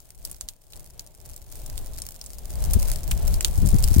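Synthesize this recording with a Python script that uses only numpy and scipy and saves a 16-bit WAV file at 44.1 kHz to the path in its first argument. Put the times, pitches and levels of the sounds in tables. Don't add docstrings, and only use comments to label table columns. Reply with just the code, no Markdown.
import sys
import numpy as np
from scipy import signal
from scipy.fft import rfft, irfft
from scipy.io import wavfile
from scipy.ndimage import uniform_filter1d

SR = 44100
rng = np.random.default_rng(int(sys.argv[2]) if len(sys.argv) > 2 else 0)


def wrap_up_sound(samples):
    columns = np.atleast_2d(samples).T
    tamed = np.clip(columns, -1, 1)
    steps = np.round(tamed * 32767).astype(np.int16)
    wavfile.write(sys.argv[1], SR, steps)


N = 176400


def from_db(db):
    return 10 ** (np.asarray(db) / 20)


def rms_one(x):
    return x / np.sqrt(np.mean(x ** 2, axis=-1, keepdims=True) + 1e-20)


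def pan(db):
    gains = from_db([[db / 2], [-db / 2]])
    return gains / np.sqrt(np.mean(gains ** 2))


def band(x, low_hz, high_hz):
    edges = np.clip([low_hz, high_hz], 10, .45 * SR)
    return signal.sosfilt(signal.butter(2, edges, "band", fs=SR, output="sos"), x)


def noise(spectrum):
    hz, db = np.transpose(spectrum)
    f = np.maximum(np.arange(N // 2 + 1) * SR / N, 1)
    octaves_outside = np.maximum(np.log2(hz[0] / f), 0) + np.maximum(np.log2(f / hz[-1]), 0)
    gain = from_db(np.interp(np.log(f), np.log(hz), db) - 18 * octaves_outside)
    return rms_one(irfft(rfft(rng.standard_normal((2, N))) * gain, N))


def add(out, s, sound):
    i = int(np.clip(s * SR, 0, N - 1))
    out[:, i:i + sound.shape[1]] += sound[:, :N - i]


def delayed(x, s):
    return np.concatenate([np.zeros(round(s * SR)), x])[:len(x)]


def fading(energy, decay_s):
    rate = 2 / (decay_s * SR)
    return signal.lfilter([rate], [1, -np.exp(-rate)], energy + 1e-18)


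def at_hz(spectrum, hz):
    f, db = np.transpose(spectrum)
    return np.interp(np.log(hz + 1), np.log(f), db)


def coloured(x, gain):
    size = x.shape[-1]
    cepstrum = irfft(np.log(gain), size)
    cepstrum[1:size // 2] *= 2
    cepstrum[size // 2 + 1:] = 0
    shaped = irfft(rfft(x) * np.exp(rfft(cepstrum)), size)
    return band(shaped, 800, SR)


# t/s, wind level/dB, air level/dB, patter level/dB
SWELL = [(0.0, -55, -66.5, -57.5), (0.1, -58, -65.5, -62), (0.16, -52, -69, -67),
         (0.22, -44.5, -62.5, -55.5), (0.31, -45, -57.5, -57.5), (0.38, -53.5, -68.5, -62),
         (0.44, -43.5, -61, -60.5), (0.58, -61.5, -70, -68), (0.7, -56, -70, -62),
         (0.76, -45.5, -58, -58.5), (0.9, -51.5, -65.5, -64), (1.0, -50.5, -59.5, -60),
         (1.15, -57, -66.5, -65), (1.28, -44.5, -59, -57.5), (1.46, -49, -64, -63.5),
         (1.559, -41.5, -56.5, -49), (1.78, -33.5, -53.5, -52.5), (1.98, -39.5, -56, -53),
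         (2.14, -49.5, -60, -58), (2.36, -43, -59.5, -54), (2.5, -35.5, -54.5, -51.5),
         (2.62, -26.5, -47, -45.5), (2.77, -21.5, -47, -45.5), (2.92, -25, -47.5, -42.5),
         (3.02, -34.5, -51.5, -51.5), (3.13, -23, -49, -47), (3.19, -27.5, -47, -50.5),
         (3.31, -18.5, -46.5, -41), (3.42, -30.5, -49.5, -49.5), (3.54, -25.5, -49, -45),
         (3.63, -21.5, -48.5, -46), (3.85, -18.5, -45.5, -43), (4.0, -24, -49.5, -41)]
def swell_gains():
    times, *levels = np.transpose(SWELL)
    return [from_db(np.interp(np.arange(N) / SR, times, db)) for db in levels]


# f/Hz, level/dB
AIR_SPECTRUM = [(100, 10), (250, -2), (380, -0.5), (480, -2.5), (620, 0.5), (850, -6), (1200, -14.5),
                (2000, -18), (4000, -17.5)]
def air(likeness=0.4, note_hz=614.5, width_hz=16.7):
    note = rms_one(band(rng.standard_normal(N), note_hz - width_hz / 2, note_hz + width_hz / 2))
    shared = np.sqrt(likeness) * noise(AIR_SPECTRUM)[0]
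    separate = np.sqrt(1 - likeness) * noise(AIR_SPECTRUM)
    return pan(2) * (from_db(5.5) * (shared + separate) + from_db(-12.5) * note)


# f/Hz, level/dB
WIND_SPECTRUM = [(20, 9), (35, 0.5), (60, -2), (100, -12.5), (160, -19.5), (250, -33.5), (400, -55.5),
                 (800, -44)]
def wind():
    rumble = noise(WIND_SPECTRUM)
    rumble /= np.sqrt(uniform_filter1d(rumble ** 2, size=5000, axis=1))
    return from_db(3) * pan(3.5) * rumble


# f/Hz, level/dB
BUFFET_SPECTRUM = [(30, -2), (70, 6.5), (130, -5.5), (250, -14.5), (400, -27.5), (700, -47.5), (1500, -52)]
# t/s, level/dB, half length/s
BUFFETS = [(2.764, -10.5, 0.0073), (2.776, -27, 0.007), (3.588, -9.5, 0.0056), (3.645, -9.5, 0.019),
           (3.747, -7.5, 0.012), (3.916, -13.5, 0.0074), (3.966, -4, 0.0012), (3.992, -6.5, 0.013)]
def buffets():
    out, t = np.zeros((2, N)), np.arange(N) / SR
    swirl = noise(BUFFET_SPECTRUM)[0]
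    for s, db, half_s in BUFFETS:
        puff = swirl * np.exp(-.5 * ((t - s) / half_s) ** 2)
        strength = np.sqrt(np.sum(puff ** 2) / (2 * half_s * SR))
        out[0] += from_db(db) * puff / strength
    return out


# f/Hz, level/dB
HISS_SPECTRUM = [(1000, 2.5), (2000, -6), (3300, 2.5), (4800, 1), (6500, 6), (8800, 8), (12000, 5.5),
                 (15500, 8.5)]
def far_patter():
    return from_db(-1) * noise(HISS_SPECTRUM)


def stone_echo(x, fade_60_db_s=0.12):
    energy = fading(np.mean(x ** 2, axis=0), decay_s=fade_60_db_s / np.log(1000))
    return from_db(-11.5) * np.sqrt(energy) * noise(HISS_SPECTRUM)


SPRAY_DECAY_S = 0.005
# f/Hz, level/dB
DROPLET_SPECTRUM = [(1500, -11.5), (3300, -13), (4800, -4), (6500, -3), (8800, 0), (11500, -4),
                    (15500, -3.5)]
def droplets(rows, right_lag_s=0.00043):
    clicks = np.zeros((2, N))
    tilts = 0.27 * rng.standard_normal(len(rows))
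    for (s, db, pan_db), tilt in zip(rows, tilts):
        if s < N / SR:
            add(clicks, s, from_db(db) * pan(pan_db) * [1, tilt])
    splat_energy = from_db(1.5) ** 2 * fading(clicks ** 2, decay_s=0.0011)
    spray_energy = from_db(-6) ** 2 * fading(clicks ** 2, SPRAY_DECAY_S)
    tails = np.sqrt(splat_energy + spray_energy) * rng.standard_normal((2, N))
    f = np.arange(N // 2 + 1) * SR / N
    colour = rms_one(from_db(at_hz(DROPLET_SPECTRUM, f)))
    left, right = coloured(clicks + tails, colour)
    return np.array([left, delayed(right, right_lag_s)])


def fine_patter(per_s=170, pan_spread_db=8.5, count=1500):
    gaps, sizes = rng.exponential(size=(2, count))
    times = np.cumsum(gaps) / per_s
    levels_db = 16.5 + np.minimum(6.5 * sizes, 17)
    pans_db = pan_spread_db * rng.standard_normal(count)
    return droplets(np.transpose([times, levels_db, pans_db]))


# t/s, level/dB, left minus right/dB
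CLEAR_DROPLETS = [(0.1052, -28, 2), (0.2977, -31, -1), (0.8051, -33, 3), (0.8435, -34.5, -4),
                  (0.9058, -35, 1), (1.0645, -31.5, 4.5), (1.1498, -34.5, 2), (1.259, -28.5, -3),
                  (1.3414, -32.5, 1), (1.4177, -33, -5), (1.6636, -25.5, -5), (1.699, -23, -2),
                  (1.9864, -19, 0), (2.0657, -20, 0), (2.0887, -20, -2.5), (2.5052, -24, 3.0),
                  (2.7384, -15.5, 6), (2.799, -16.5, -2), (2.8848, -18, 11), (2.8914, -22, 2.0),
                  (2.9004, -18, 5), (2.9163, -12, -5), (2.9264, -25, 0.5), (3.039, -26, -7),
                  (3.0779, -20.5, -8), (3.2784, -13, -4), (3.5872, -24, -10), (3.7638, -19, -8),
                  (3.9689, -21, -8), (3.9833, -14.5, -2)]
def clear_droplets():
    return from_db(5.5) * droplets(CLEAR_DROPLETS)


# f/Hz, level/dB
CRACK_SPECTRUM = [(1000, -14.5), (3000, -22.5), (4500, -5), (15000, -2)]
def drop(low_hz, low_db, high_hz, high_db, fizz_db, lag_s, size=2048):
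    t, f = np.arange(size) / SR, np.arange(size // 2 + 1) * SR / size
    splat, share = 1, 0.49
    for gap_s in 0.0003 * rng.uniform(0.54, 2, 2):
        delay = np.exp(-2j * np.pi * f * round(gap_s * SR) / SR)
        splat = splat * (delay - share) / (1 - share * delay)
    hit = np.array([delayed(irfft(splat), max(s, 0)) for s in (-lag_s, lag_s)])
    spray = from_db(-4.5) * rms_one(rng.standard_normal((2, size)) * np.exp(-t / SPRAY_DECAY_S))
    fizz_ramp = np.interp(f, (9700, 14400), [0, 1])
    power = from_db(at_hz(CRACK_SPECTRUM, f) + fizz_db * fizz_ramp) ** 2
    for hz, db, half_width_hz in ((low_hz, low_db, 820), (high_hz, high_db, 1480)):
        ring = from_db(db) / (1 + ((f - hz) / half_width_hz) ** 2)
        power += ring ** 2
    tick = coloured(rms_one(hit) + spray, np.sqrt(power))
    return rms_one(tick) * np.sqrt(0.0035 / t[-1])


# t/s, level/dB, low ring f/Hz, its level/dB, high ring f/Hz, its level/dB, fizz level/dB,
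# left minus right/dB, right ear's lag/s. Ring and fizz levels are relative to the crack.
NEAR_DROPS = [(0.2506, -25, 5260.0, 11, 9360, 13.5, 12.0, -0.5, 0.00027),
              (0.3136, -30.9, 5260.0, -12.0, 9350, 18, 9.0, 2.0, 0.00041),
              (0.41, -27, 1240.0, -10.0, 6860, 4.5, -5, -4, 0.00011),
              (0.487, -27.5, 4130, 6.0, 7370.0, 9.5, 1, -3, 0.00018),
              (0.7336, -40.5, 3750, 15.5, 6880.0, 8, 3.0, -2, 9e-05),
              (0.9941, -30.5, 4800, 8, 6320.0, 9.0, 3, 0, 0.00045),
              (1.363, -34, 5260.0, -12.0, 7800, 18, 17.5, -4, -0.00023),
              (1.778, -29.5, 3700, 1.5, 8280.0, 2, -0.5, -4, 0.00011),
              (2.019, -27.5, 5430, 20, 8570.0, 23.5, 5, 3, 0.00043),
              (2.213, -32.5, 5230, 22.0, 9050, 12, 8, 0.5, 0.00039),
              (2.2618, -35, 5260.0, -12.0, 7940.0, 22, 12, -3.0, 0.00052),
              (2.7341, -17.5, 5260.0, -7, 9300, 6.5, 9.5, 1, 0.00043),
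              (3.1113, -22, 1900.0, -3, 8100, 11, 1, -5.0, 0.00018),
              (3.1153, -24, 2680, 10, 8030.0, 2.5, 2.5, 2, 0.00027),
              (3.3412, -27.0, 4810.0, -1, 7830.0, -3, -4, 0.5, 0.00041),
              (3.408, -21.5, 2440, 1.5, 7750, 6, -11, -3.5, 9e-05),
              (3.4467, -13, 3750, 14.5, 7250, 12, 3, -2, 0.00045),
              (3.66, -30, 5600.0, -12.0, 8010.0, 8.0, -8, -10, -0.00011),
              (3.6884, -25.5, 5600.0, -12.0, 8500, 13, 4, 3, 0.00043),
              (3.8398, -19, 5030, 15.0, 8830, 15.0, 8.5, 3.0, 0.00039)]
def near_drops():
    out = np.zeros((2, N))
    for s, db, *colour, pan_db, lag_s in NEAR_DROPS:
        add(out, s, from_db(db + 0.6) * pan(pan_db) * drop(*colour, lag_s))
    return out


def scene():
    wind_gain, air_gain, patter_gain = swell_gains()
    drops = near_drops() + clear_droplets() + patter_gain * fine_patter()
    hiss = patter_gain * far_patter()
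    return drops + stone_echo(drops) + hiss + air_gain * air() + wind_gain * wind() + buffets()


def record(dry, cutoff_hz=16000):
    low_pass = signal.ellip(10, .1, 80, cutoff_hz, fs=SR, output="sos")
    return signal.sosfilt(low_pass, np.clip(dry, -1, 1))


dry = scene()
out = record(dry)
wrap_up_sound(out)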